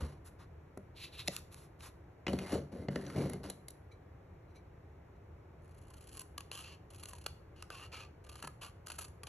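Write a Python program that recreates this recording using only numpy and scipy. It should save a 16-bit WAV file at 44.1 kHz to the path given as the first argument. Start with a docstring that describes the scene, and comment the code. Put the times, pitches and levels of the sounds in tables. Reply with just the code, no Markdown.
"""At a wooden table in a small, quiet room with a low rumble, heard close up by two spaced microphone ports.
A strip of cardstock slides off the table: its friction is a stream of tiny slips, its flicks short volleys.
Small scissors are dragged over the boards and picked up; judder and low thumps ring a set of low modes.
Then the card is trimmed in short strokes: fibres tear between the blades, stiff spots give way with a snap."""
import sys
import numpy as np
from scipy import signal
from scipy.fft import rfft, irfft
from scipy.io import wavfile
from scipy.ndimage import uniform_filter1d

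SR = 44100
rng = np.random.default_rng(int(sys.argv[2]) if len(sys.argv) > 2 else 0)


def wrap_up_sound(samples):
    """Save the sound to the file named by the first command line argument, as 16-bit audio."""
    columns = np.atleast_2d(samples).T
    # keep every value between -1 and 1, then stretch to whole-number steps
    tamed = np.clip(columns, -1, 1)
    steps = np.round(tamed * 32767).astype(np.int16)
    wavfile.write(sys.argv[1], SR, steps)


N = 409248

# registers of paper and scissor sounds: (low edge [Hz], high edge [Hz])
BODY, MIDDLE, EDGE = (500, 2000), (2000, 8000), (8000, 14000)
EVENT_WINDOW_S = 0.01   # the level of a volley is its rms over this time


def from_db(db):
    """Decibels to gain."""
    return 10 ** (np.asarray(db) / 20)


def unit_energy(x):
    """Scaled so that the squares sum to 1."""
    return x / np.sqrt(np.sum(x ** 2) + 1e-20)


def at_hz(rows, hz, axis=1):
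    """A column of a frequency table, joined by lines on a log frequency axis."""
    rows = np.array(rows)
    return np.interp(np.log(np.maximum(hz, 1)), np.log(rows[:, 0]), rows[:, axis])


def drift(rate):
    """Slow random wandering about 0 with a spread near 1, through `rate` points per second."""
    points = rng.standard_normal(int(N / SR * rate) + 2)
    return np.interp(np.arange(N) / SR * rate, np.arange(len(points)), points)


def signs(count):
    """Random pushes and pulls."""
    return rng.choice([-1., 1.], count)


def through(x, response):
    """Every sample of x sets the response ringing."""
    return signal.oaconvolve(x, response)[:N]


def decay(t, t60):
    """Exponential fall by 60 dB in t60 seconds."""
    return np.exp(-np.log(1000) * t / t60)


def click_response(colour, band, size=1024):
    """Causal (minimum-phase) ring of an object within one register; energy 1."""
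    hz = np.fft.rfftfreq(size, 1 / SR) + 1
    low, high = band
    gain = from_db(at_hz(colour, hz)) / np.sqrt((1 + (low / hz) ** 10) * (1 + (hz / high) ** 20))
    # folding the cepstrum forward in time gives minimum phase
    cepstrum = irfft(np.log(gain + 1e-5))
    cepstrum[1:size // 2] *= 2
    cepstrum[size // 2 + 1:] = 0
    return unit_energy(irfft(np.exp(rfft(cepstrum))))


def grains(per_s, spread_db, clump_db, clump_rate):
    """Tiny slips of uneven size that come in clumps; rms about 1."""
    born = rng.random(N) < per_s / SR
    sizes = born * from_db(spread_db * rng.standard_normal(N) + clump_db * drift(clump_rate))
    return sizes / np.sqrt(uniform_filter1d(sizes ** 2, size=SR // 20) + 1e-9)


def strokes(starts, lengths, final_db, swell_db, attack_s, fall_db_per_s):
    """Gain of hand strokes: each sets in, moves evenly in dB to its final level and dies away."""
    power = np.zeros(N + 2 * SR)
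    t = np.arange(SR) / SR
    for s, length, level, swell in np.broadcast(starts, lengths, final_db, swell_db):
        before_end = swell * np.maximum(1 - t / length, 0)
        after_end = fall_db_per_s * np.maximum(t - length, 0)
        gain = np.minimum(t / attack_s, 1) * from_db(level - before_end - after_end)
        start = max(int(s * SR), 0)
        power[start:start + SR] += gain ** 2
    return np.sqrt(power[:N])


def friction(slips, colour, gains, bands=(BODY, MIDDLE, EDGE)):
    """Slips ring an object in several registers, each with its own gain in time."""
    return sum(through(slips * signs(N) * gain, click_response(colour, band))
               for gain, band in zip(gains, bands))


def bursts(rows, colour, per_s, spread_db):
    """Each event is a short volley of micro-cracks that swells and dies, ringing in three registers."""
    clicks = np.zeros((3, N + SR))
    t = np.arange(1, SR // 20) / SR
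    for s, level_db, body_db, edge_db, length in rows:
        age = t / max(length, 1 / SR)
        cracks = (rng.random(len(t)) < per_s / SR) * from_db(spread_db * rng.standard_normal(len(t)))
        swell = age * np.exp(-2 * age) * np.sqrt(age)
        volley = unit_energy(cracks * swell) * np.sqrt(EVENT_WINDOW_S * SR)
        start = max(int(s * SR), 0)
        for k, relative_db in enumerate((body_db, 0, edge_db)):
            clicks[k, start:start + len(t)] += from_db(level_db + relative_db) * volley * signs(len(t))
    return sum(through(c, click_response(colour, band)) for c, band in zip(clicks, (BODY, MIDDLE, EDGE)))


def resonant(x, modes):
    """The sound plus the fixed modes that it sets ringing."""
    out = x.copy()
    for hz, width_hz, db in modes:
        r = np.exp(-np.pi * width_hz / SR)
        top = (1 - r * r) / 2
        poles = [1, -2 * r * np.cos(2 * np.pi * hz / SR), r * r]
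        out += from_db(db) * signal.lfilter([top, 0, -top], poles, x + 1e-18)
    return out


def moving_mode(x, pitch, width_hz):
    """Ring of one mode of changing pitch: x is turned down to 0 Hz, smoothed and turned back up."""
    r = np.exp(-np.pi * width_hz / SR)
    turn = np.exp(2j * np.pi * np.cumsum(pitch) / SR)
    return 2 * np.real(turn * signal.lfilter([1 - r], [1, -r], (x + 1e-18) / turn))


def sliding_mode(x, starts, hz, width_hz, wander_octaves):
    """A ring that takes each event's pitch and wavers about it."""
    latest = np.maximum(np.searchsorted(starts * SR, np.arange(N)) - 1, 0)
    return moving_mode(x, hz[latest] * 2 ** (wander_octaves * drift(22)), width_hz)


def shifting(x, modes, wander_octaves, rate):
    """The sound plus modes whose pitch wanders at random."""
    out = x.copy()
    for hz, width_hz, db in modes:
        out += from_db(db) * moving_mode(x, hz * 2 ** (wander_octaves * drift(rate)), width_hz)
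    return out


# background of the room, shape only: (frequency [Hz], relative level [dB])
ROOM_COLOUR = [(15, -38), (25, -20), (80, -1), (180, -13), (228, -21.5), (348, -15), (620, -23), (727, -24),
               (2250, -36.5), (3260, -48.5), (4020, -51.5), (13500, -58)]


def ambience(level_db):
    """Steady low rumble of the room with a faint hiss on top: noise given the room's spectrum."""
    colour = from_db(at_hz(ROOM_COLOUR, np.fft.rfftfreq(N, 1 / SR)))
    noise = irfft(rfft(rng.standard_normal(N)) * colour, N)
    return from_db(level_db) * noise / noise.std()


# modes of the table top, ringing freely: (frequency [Hz], relative level [dB], t60 [s])
TABLE_MODES = [(73.6, -7.5, 0.24), (146, -5.5, 0.32), (192.8, -4, .28), (234, -6.5, 0.13),
               (293, -3.5, 0.13), (387.2, -2, 0.092), (464.6, -4.5, 0.062), (510, -12, 0.058),
               (559, -13.5, 0.15), (614, -11.5, 0.07), (700, -11, 0.043), (1114, -17.5, 0.021)]


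def table_rings(ring_share, tilt_db):
    """The boards' modes, one ringing sine each; a harder contact favours the high ones."""
    hz, db, t60 = np.transpose(TABLE_MODES)[:, :, None]
    t = np.arange(SR // 2) / SR
    level = from_db(db + tilt_db * np.log2(hz / hz[0]))
    return level * np.sin(2 * np.pi * hz * t) * decay(t, t60 * ring_share)


def contact_rings(ring_share, tilt_db, count):
    """The boards' answer at several points of contact, each with its own mode signs; energy 1 in all."""
    return unit_energy(signs((count, len(TABLE_MODES))) @ table_rings(ring_share, tilt_db))


# hand and scissors pushed over the boards: (start [s], length [s], final table rumble [dB],
# final scrape [dB], swell [dB], ring of the handle [Hz])
DRAGS = [(0.0, 0.14, -60.5, -74, -18, 1140), (2.277, 0.14, -44.5, -67, -10, 2350),
         (2.387, 0.16, -44, -52.5, 10, 2640), (2.518, 0.018, -34, -52.5, -8, 6100),
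         (2.715, 0.12, -46.5, -71.5, -3.5, 2160), (2.902, 0.32, -44, -62, 3.5, 1610),
         (3.152, 0.11, -36.5, -58.5, -2.5, 2100), (3.282, 0.073, -43.5, -66.5, -1, 1900),
         (3.428, 0.075, -52, -64, -8, 5660)]
DRAG_ATTACK_S, RUMBLE_FALL_DB_PER_S, SCRAPE_FALL_DB_PER_S = 0.0084, 160, 285


def table_rumble():
    """Things juddering over the grain ring the boards at a few points of contact."""
    s, length, rumble_db, _, swell_db, _ = np.transpose(DRAGS)
    push = strokes(s, length, rumble_db, swell_db, DRAG_ATTACK_S, RUMBLE_FALL_DB_PER_S)
    judder = grains(per_s=700, spread_db=2.5, clump_db=5.0, clump_rate=53) * push
    rings = contact_rings(ring_share=0.76, tilt_db=1.2, count=4)
    return sum(through(judder * signs(N), ring) for ring in rings)


# colour of the scissors on wood: (frequency [Hz], relative level [dB])
SCISSORS_COLOUR = [(400, -1), (800, -9), (1400, -13), (2100, -16), (3000, -17.5), (3600, -19),
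                   (4500, -13.5), (5400, -22), (8000, -26), (11000, -21.5), (12000, -36), (13500, -63)]
# resonances of the steel blades: (frequency [Hz], width [Hz], level [dB])
BLADE_MODES = [(2093, 45, 3.5), (2910, 140, 0.5), (4030, 360, -11.5), (5780, 270, -1)]


def scissors_scrape():
    """Plastic handles scrape on the wood in fine slips that ring the handle and the blades."""
    s, length, _, scrape_db, swell_db, hz = np.transpose(DRAGS)
    push = strokes(s, length, scrape_db, swell_db, DRAG_ATTACK_S, SCRAPE_FALL_DB_PER_S)
    slips = grains(per_s=2000, spread_db=2.0, clump_db=1.0, clump_rate=70)
    scrape = friction(slips, SCISSORS_COLOUR, [push * from_db(db) for db in (3.5, -2.5, -3.0)])
    handle = sliding_mode(scrape, s, hz, width_hz=130, wander_octaves=0.14)
    return resonant(scrape + from_db(4.5) * handle, BLADE_MODES)


# low thumps, blows on the table and, at 8.437, a thump of the hand-held card: (time [s],
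# peak before the bass cut [dB], share of the modes' free ring time [ratio], brightness [dB per octave])
THUMPS = [(.02, -28.5, 1.13, -9), (0.774, -35.5, 1.05, 5), (1.283, -27, 0.46, 4), (2.268, -28, 1.5, -1),
          (2.333, -25, 0.47, 3), (2.553, -25.5, 1.2, 5), (2.885, -23.5, 0.78, 0.5),
          (2.958, -26.5, 1.4, -1.5), (8.437, -41.5, 1.6, -1)]


def thumps(uneven_db):
    """Single thumps, all made from the table's modes; each gives every mode its own strength and sign."""
    out = np.zeros(N + SR)
    modes = len(TABLE_MODES)
    for s, peak_db, ring_share, tilt_db in THUMPS:
        mix = from_db(uneven_db * rng.standard_normal(modes)) * signs(modes)
        ring = mix @ table_rings(ring_share, tilt_db)
        start = max(int(s * SR), 0)
        out[start:start + len(ring)] += from_db(peak_db) * ring / np.abs(ring).max()
    return out[:N]


def rumble_and_thumps():
    """The low sounds together, cut in the bass as a board radiates little below its lowest mode."""
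    bass_cut = signal.butter(4, 54, "high", fs=SR, output="sos")
    return signal.sosfilt(bass_cut, table_rumble() + thumps(uneven_db=3.0))


# colour of the loose card: (frequency [Hz], relative level [dB])
LOOSE_CARD_COLOUR = [(300, -28.5), (1100, 3.5), (1900, -6), (2700, -10), (3800, -13.5), (5300, -10),
                     (7500, -15), (9500, -17.5), (11000, -11.5), (12000, -22.5), (13500, -44.5)]
# broad resonances of the loose card: (frequency [Hz], width [Hz], level [dB])
LOOSE_CARD_MODES = [(2660, 450, 1), (3850, 760, 7)]
# the card slides over wood and fingers: (start [s], length [s], final level [dB], swell [dB],
# body [dB re level], edge [dB re level], swish [dB re level])
SLIDES = [(0.243, 0.01, -65.5, -3, 6.5, 12, -19), (0.381, 0.045, -74.5, -2.5, 10.5, 0, -19),
          (0.945, 0.095, -56.5, 21.5, -9, 2, 3.5), (1.106, 0.097, -58.5, 17.5, -2.5, 2.5, 4),
          (1.237, 0.13, -62, 12, 4.5, 9.5, -3.5), (1.505, 0.14, -75.5, -3.5, 2, 8, -13),
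          (1.787, 0.081, -63, 6, 4, 5, -23)]
SLIDE_ATTACK_S, SLIDE_FALL_DB_PER_S = 0.02, 426.5
SWISH = (2530, 4560)   # register of the card's edge sweeping the grain: (low [Hz], high [Hz])
# the card's edge flicks off nails and table: (time [s], level [dB], body [dB re level],
# edge [dB re level], length [s])
FLICKS = [(0.7732, -76, 18.5, 14.5, 0.0024), (1.276, -46, -21, 1, 0.00072),
          (1.2793, -37.5, -24, -3.5, 0.0019), (1.3645, -50, -9, 7.5, 0.00088), (1.543, -65, 1, 8, 0.0012),
          (1.805, -63.5, 0, -12, 0.0023)]


def loose_card():
    """The card hisses and swishes over the wood in dense tiny slips, and its edge flicks."""
    s, length, level_db, swell_db, body_db, edge_db, swish_db = np.transpose(SLIDES)
    gains = [strokes(s, length, level_db + db, swell_db, SLIDE_ATTACK_S, SLIDE_FALL_DB_PER_S)
             for db in (body_db, 0, edge_db, swish_db)]
    rub = grains(per_s=10000, spread_db=0.0, clump_db=8.5, clump_rate=36)
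    hiss = friction(rub, LOOSE_CARD_COLOUR, gains, bands=(BODY, MIDDLE, EDGE, SWISH))
    flicks = bursts(FLICKS, LOOSE_CARD_COLOUR, per_s=11000, spread_db=2.5)
    return resonant(hiss + flicks, LOOSE_CARD_MODES)


def chatter(x, per_s, t60):
    """A dying run of uneven bounces."""
    t = np.arange(SR // 4) / SR
    bounces = (rng.random(len(t)) < per_s / SR) * signs(len(t))
    return through(x, unit_energy(bounces * decay(t, t60)))


# handles and blades clack as the scissors are handled: (time [s], level [dB], body [dB re level],
# edge [dB re level], ring of the struck part [Hz])
CLACKS = [(2.266, -46.5, 4, -17, 2450), (2.279, -50, 6.5, -27, 2900), (2.3305, -54.5, -12, 1, 3420),
          (2.387, -52, -1, -3, 2460), (2.884, -55.5, 7, -37, 1900), (2.9566, -50, 4, -10, 1930),
          (3.064, -59, -6, -13, 6040), (3.098, -61, 6.5, -1, 1750), (3.2962, -67, 6, 16.5, 2100),
          (3.332, -59, 3, 8, 2100), (3.4985, -54.5, 1, 10.5, 4020), (3.682, -61.5, -4, 12, 3800),
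          (3.7033, -75, -8, 20, 3760)]
CLACK_LENGTH_S = 0.0029


def scissors_clacks():
    """Short volleys of cracks, each with its own ring; the loose blades chatter on."""
    s, *_, hz = np.transpose(CLACKS)
    rows = [(*row[:-1], CLACK_LENGTH_S) for row in CLACKS]
    clacks = bursts(rows, SCISSORS_COLOUR, per_s=7200, spread_db=1.0)
    ring = from_db(7) * sliding_mode(clacks, s, hz, width_hz=420, wander_octaves=0)
    bounces = from_db(-2.5) * chatter(ring, per_s=600, t60=0.11)
    return resonant(clacks + ring + bounces, BLADE_MODES)


CUT_ATTACK_S, CUT_FALL_DB_PER_S = 0.0087, 627   # shared by the blade rubs and the cutting strokes
# the blades rub as they part, swelling to a stop: (start [s], length [s], final level [dB])
BLADE_RUBS = [(3.908, 0.013, -74), (4.47, 0.042, -88), (4.544, 0.02, -71), (5.148, .01, -89)]
RUB_BODY_DB, RUB_EDGE_DB = -5, -0.5   # relative to level
# ring of the open blades: (frequency [Hz], width [Hz], level [dB])
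OPEN_BLADE_MODES = [(2310, 55, 21.5), (4000, 120, 15), (5900, 160, 14)]


def blade_ticks():
    """Light rubs of steel on steel, swelling noise, ring the open blades."""
    s, length, level_db = np.transpose(BLADE_RUBS)
    gains = [strokes(s, length, level_db + db, 10.4, CUT_ATTACK_S, CUT_FALL_DB_PER_S)
             for db in (RUB_BODY_DB, 0, RUB_EDGE_DB)]
    return resonant(friction(rng.standard_normal(N), SCISSORS_COLOUR, gains), OPEN_BLADE_MODES)


# slow squeezes, in which the blades bite forward in small slips: (start [s], length [s],
# final slip level before its random spread [dB], swell [dB], edge [dB re level])
BITES = [(5.618, 0.61, -62.5, 23, 5.5), (6.901, 0.37, -70.5, -4.5, 4), (8.238, 0.222, -59, 13, 0),
         (8.875, 0.19, -70, -6, 5.5)]
SLIPS_PER_S, SLIP_JITTER, SLIP_SPREAD_DB = 75, 0.8, 3   # jitter is a share of the gap between slips
# colour is the spread of the body from slip to slip
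SLIP_LENGTH_S, SLIP_BODY_DB, SLIP_COLOUR_DB = 0.0054, -5.5, 4.5


def bite_slips():
    """Stick and slip: a squeeze advances in small, uneven snaps that follow its force."""
    rows = []
    for start, length, final_db, swell_db, edge_db in BITES:
        ages = np.arange(0, length, 1 / SLIPS_PER_S)
        for age, (late, louder, fuller) in zip(ages, rng.standard_normal(size=(100, 3))):
            s = start + age + SLIP_JITTER * late / SLIPS_PER_S
            level_db = final_db - swell_db * (1 - age / length) + SLIP_SPREAD_DB * louder
            body_db = SLIP_BODY_DB + SLIP_COLOUR_DB * fuller
            rows.append((s, level_db, body_db, edge_db, SLIP_LENGTH_S))
    return rows


# colour of the card held in the blades: (frequency [Hz], relative level [dB])
HELD_CARD_COLOUR = [(300, 6.5), (700, -6.5), (1150, -1.5), (1950, -9.5), (2800, 2.5), (3300, -2),
                    (3750, -8.5), (4300, 2), (5400, -8.5), (6500, -7.5), (9000, -17), (10800, -8),
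                    (12000, -24), (13500, -56)]
# flexing modes of the held card, before they wander: (frequency [Hz], width [Hz], level [dB])
FLEX_MODES = [(1195, 24, 11), (1564, 25, 6.5), (2780, 170, -5.5)]
# fibre bundles give way between the blades: (time [s], level [dB], body [dB re level],
# edge [dB re level], length [s])
SNAPS = [(6.1695, -62, -5, 10, 0.0019), (6.1928, -52.5, -17, 5, 0.0025), (6.2145, -67, -3, 13.5, 0.004),
         (6.3776, -48.5, -4.5, 2.5, 0.0034), (6.405, -56, -1, 2.5, 0.0027), (6.5138, -48, -5, -5, 0.0022),
         (7.0326, -54, -7, 2.5, 0.0042), (7.0556, -54.5, -9, 4, 0.0016), (7.0828, -61, -2, 11, 0.0076),
         (7.1324, -62.5, 7.5, 6, 0.0019), (7.2615, -42.5, -2.5, 0.5, 0.0031),
         (7.6234, -52, -7, -0.5, 0.0014), (7.7014, -54, 4, -3.5, 0.0023), (8.291, -56, -11, -1, 0.0058),
         (8.3541, -57, -1, -1, 0.0038), (8.4237, -55, 4, 6.5, 0.0038), (8.4375, -61, 14, -11, 0.0056),
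         (8.4713, -54.5, 6, 5.5, 0.0032), (8.868, -54.5, -3.5, 4, 0.0028), (8.8985, -50, -2.5, -0.5, 0.005),
         (8.9167, -52.5, -3.5, 3, 0.0038), (8.9841, -50.5, 0, 7, 0.0067), (9.0042, -52, -2.5, 5.5, 0.014),
         (9.042, -55, -5, 2, 0.0063), (9.2322, -54.5, -1, 2, 0.0031), (9.2661, -51.5, -4, -4, 0.0054)]
# quick strokes, in which the blades run freely and slow down: (start [s], length [s],
# final level [dB], sag [dB], body [dB re level], edge [dB re level], pitch of the shear [Hz])
GLIDES = [(6.516, 0.105, -57.5, 2, -6, 1.5, 2970), (6.636, 0.11, -65.5, 9, -7.5, -6.5, 2710),
          (7.555, 0.075, -71.5, 0, -3, -6, 2950), (7.706, 0.15, -61.5, 1.5, 0, -3, 2730),
          (7.916, 0.13, -61, 8, -3, -8, 2360), (8.611, 0.069, -62.5, 11, -0.5, 0, 3094)]
BITE_CRUNCH_DB = -13   # steady tearing between the slips, relative to them


def cutting():
    """Fibres tear where the blades cross; the card radiates the crackle through wandering flexing modes."""
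    s, length, level_db, swell_db, edge_db = np.transpose(BITES)
    crunch_db = level_db + BITE_CRUNCH_DB
    biting = [strokes(s, length, crunch_db + db, swell_db, CUT_ATTACK_S, CUT_FALL_DB_PER_S)
              for db in (SLIP_BODY_DB, 0, edge_db)]
    s, length, level_db, sag_db, body_db, edge_db, shear_hz = np.transpose(GLIDES)
    gliding = [strokes(s, length, level_db + db, -sag_db, CUT_ATTACK_S, CUT_FALL_DB_PER_S)
               for db in (body_db, 0, edge_db)]
    tears = grains(per_s=1800, spread_db=1.0, clump_db=2.0, clump_rate=120)
    crunch = friction(tears, HELD_CARD_COLOUR, np.hypot(gliding, biting))
    shear = sliding_mode(crunch, s, shear_hz, width_hz=250, wander_octaves=0.068)
    snaps = bursts(list(SNAPS) + bite_slips(), HELD_CARD_COLOUR, per_s=3500, spread_db=3.5)
    return shifting(crunch + from_db(4) * shear + snaps, FLEX_MODES, wander_octaves=0.133, rate=13)


def room(x, t60, delay_s):
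    """A diffuse tail of decaying noise that takes about delay_s to build up."""
    t = np.arange(SR // 2) / SR
    build_up = 1 - np.exp(-(t / delay_s) ** 2)
    return through(x, unit_energy(rng.standard_normal(len(t)) * decay(t, t60) * build_up))


# the two microphone ports: (frequency [Hz], phase by which left leads [rad], left over right [dB])
PORT_DIFFERENCES = [(150, 0, 0), (450, 0, 2.6), (700, -.6, 1.8), (2100, .1, .3), (2900, .7, 1),
                    (3700, .3, -.6), (4400, 1.5, -2), (4850, 3, -3.5), (5400, 5.7, .6), (6100, 6.4, 0),
                    (9300, 9.5, .2), (11700, 12.3, 0)]


def ports(common, diffuse, apart_hz):
    """The ports differ in phase and level; diffuse sound sets them apart only above the bass."""
    hz = np.fft.rfftfreq(N, 1 / SR)
    half_phase = np.exp(.5j * at_hz(PORT_DIFFERENCES, hz, axis=1))
    half = half_phase * from_db(at_hz(PORT_DIFFERENCES, hz, axis=2) / 2)
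    side = signal.sosfilt(signal.butter(2, apart_hz, "high", fs=SR, output="sos"), diffuse)
    spectrum = rfft(common)
    return np.array([irfft(spectrum * half, N) + side, irfft(spectrum / half, N) - side])


def scene():
    """All sources are close to the microphone, in a small room."""
    handling = rumble_and_thumps() + scissors_scrape() + loose_card() + scissors_clacks()
    direct = handling + blade_ticks() + cutting()
    t60, delay_s = 0.36, 0.007
    common = direct + from_db(-15.5) * room(direct, t60, delay_s) + ambience(level_db=-55.5)
    diffuse = from_db(-17.5) * room(direct, t60, delay_s) + ambience(level_db=-59.0)
    return ports(common, diffuse, apart_hz=382)


CUTOFF_HZ = 13700


def record(dry):
    """The top is cut steeply by an elliptic low-pass."""
    return signal.sosfilt(signal.ellip(10, .2, 70, CUTOFF_HZ, fs=SR, output="sos"), dry)


dry = scene()
out = record(dry)
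wrap_up_sound(out)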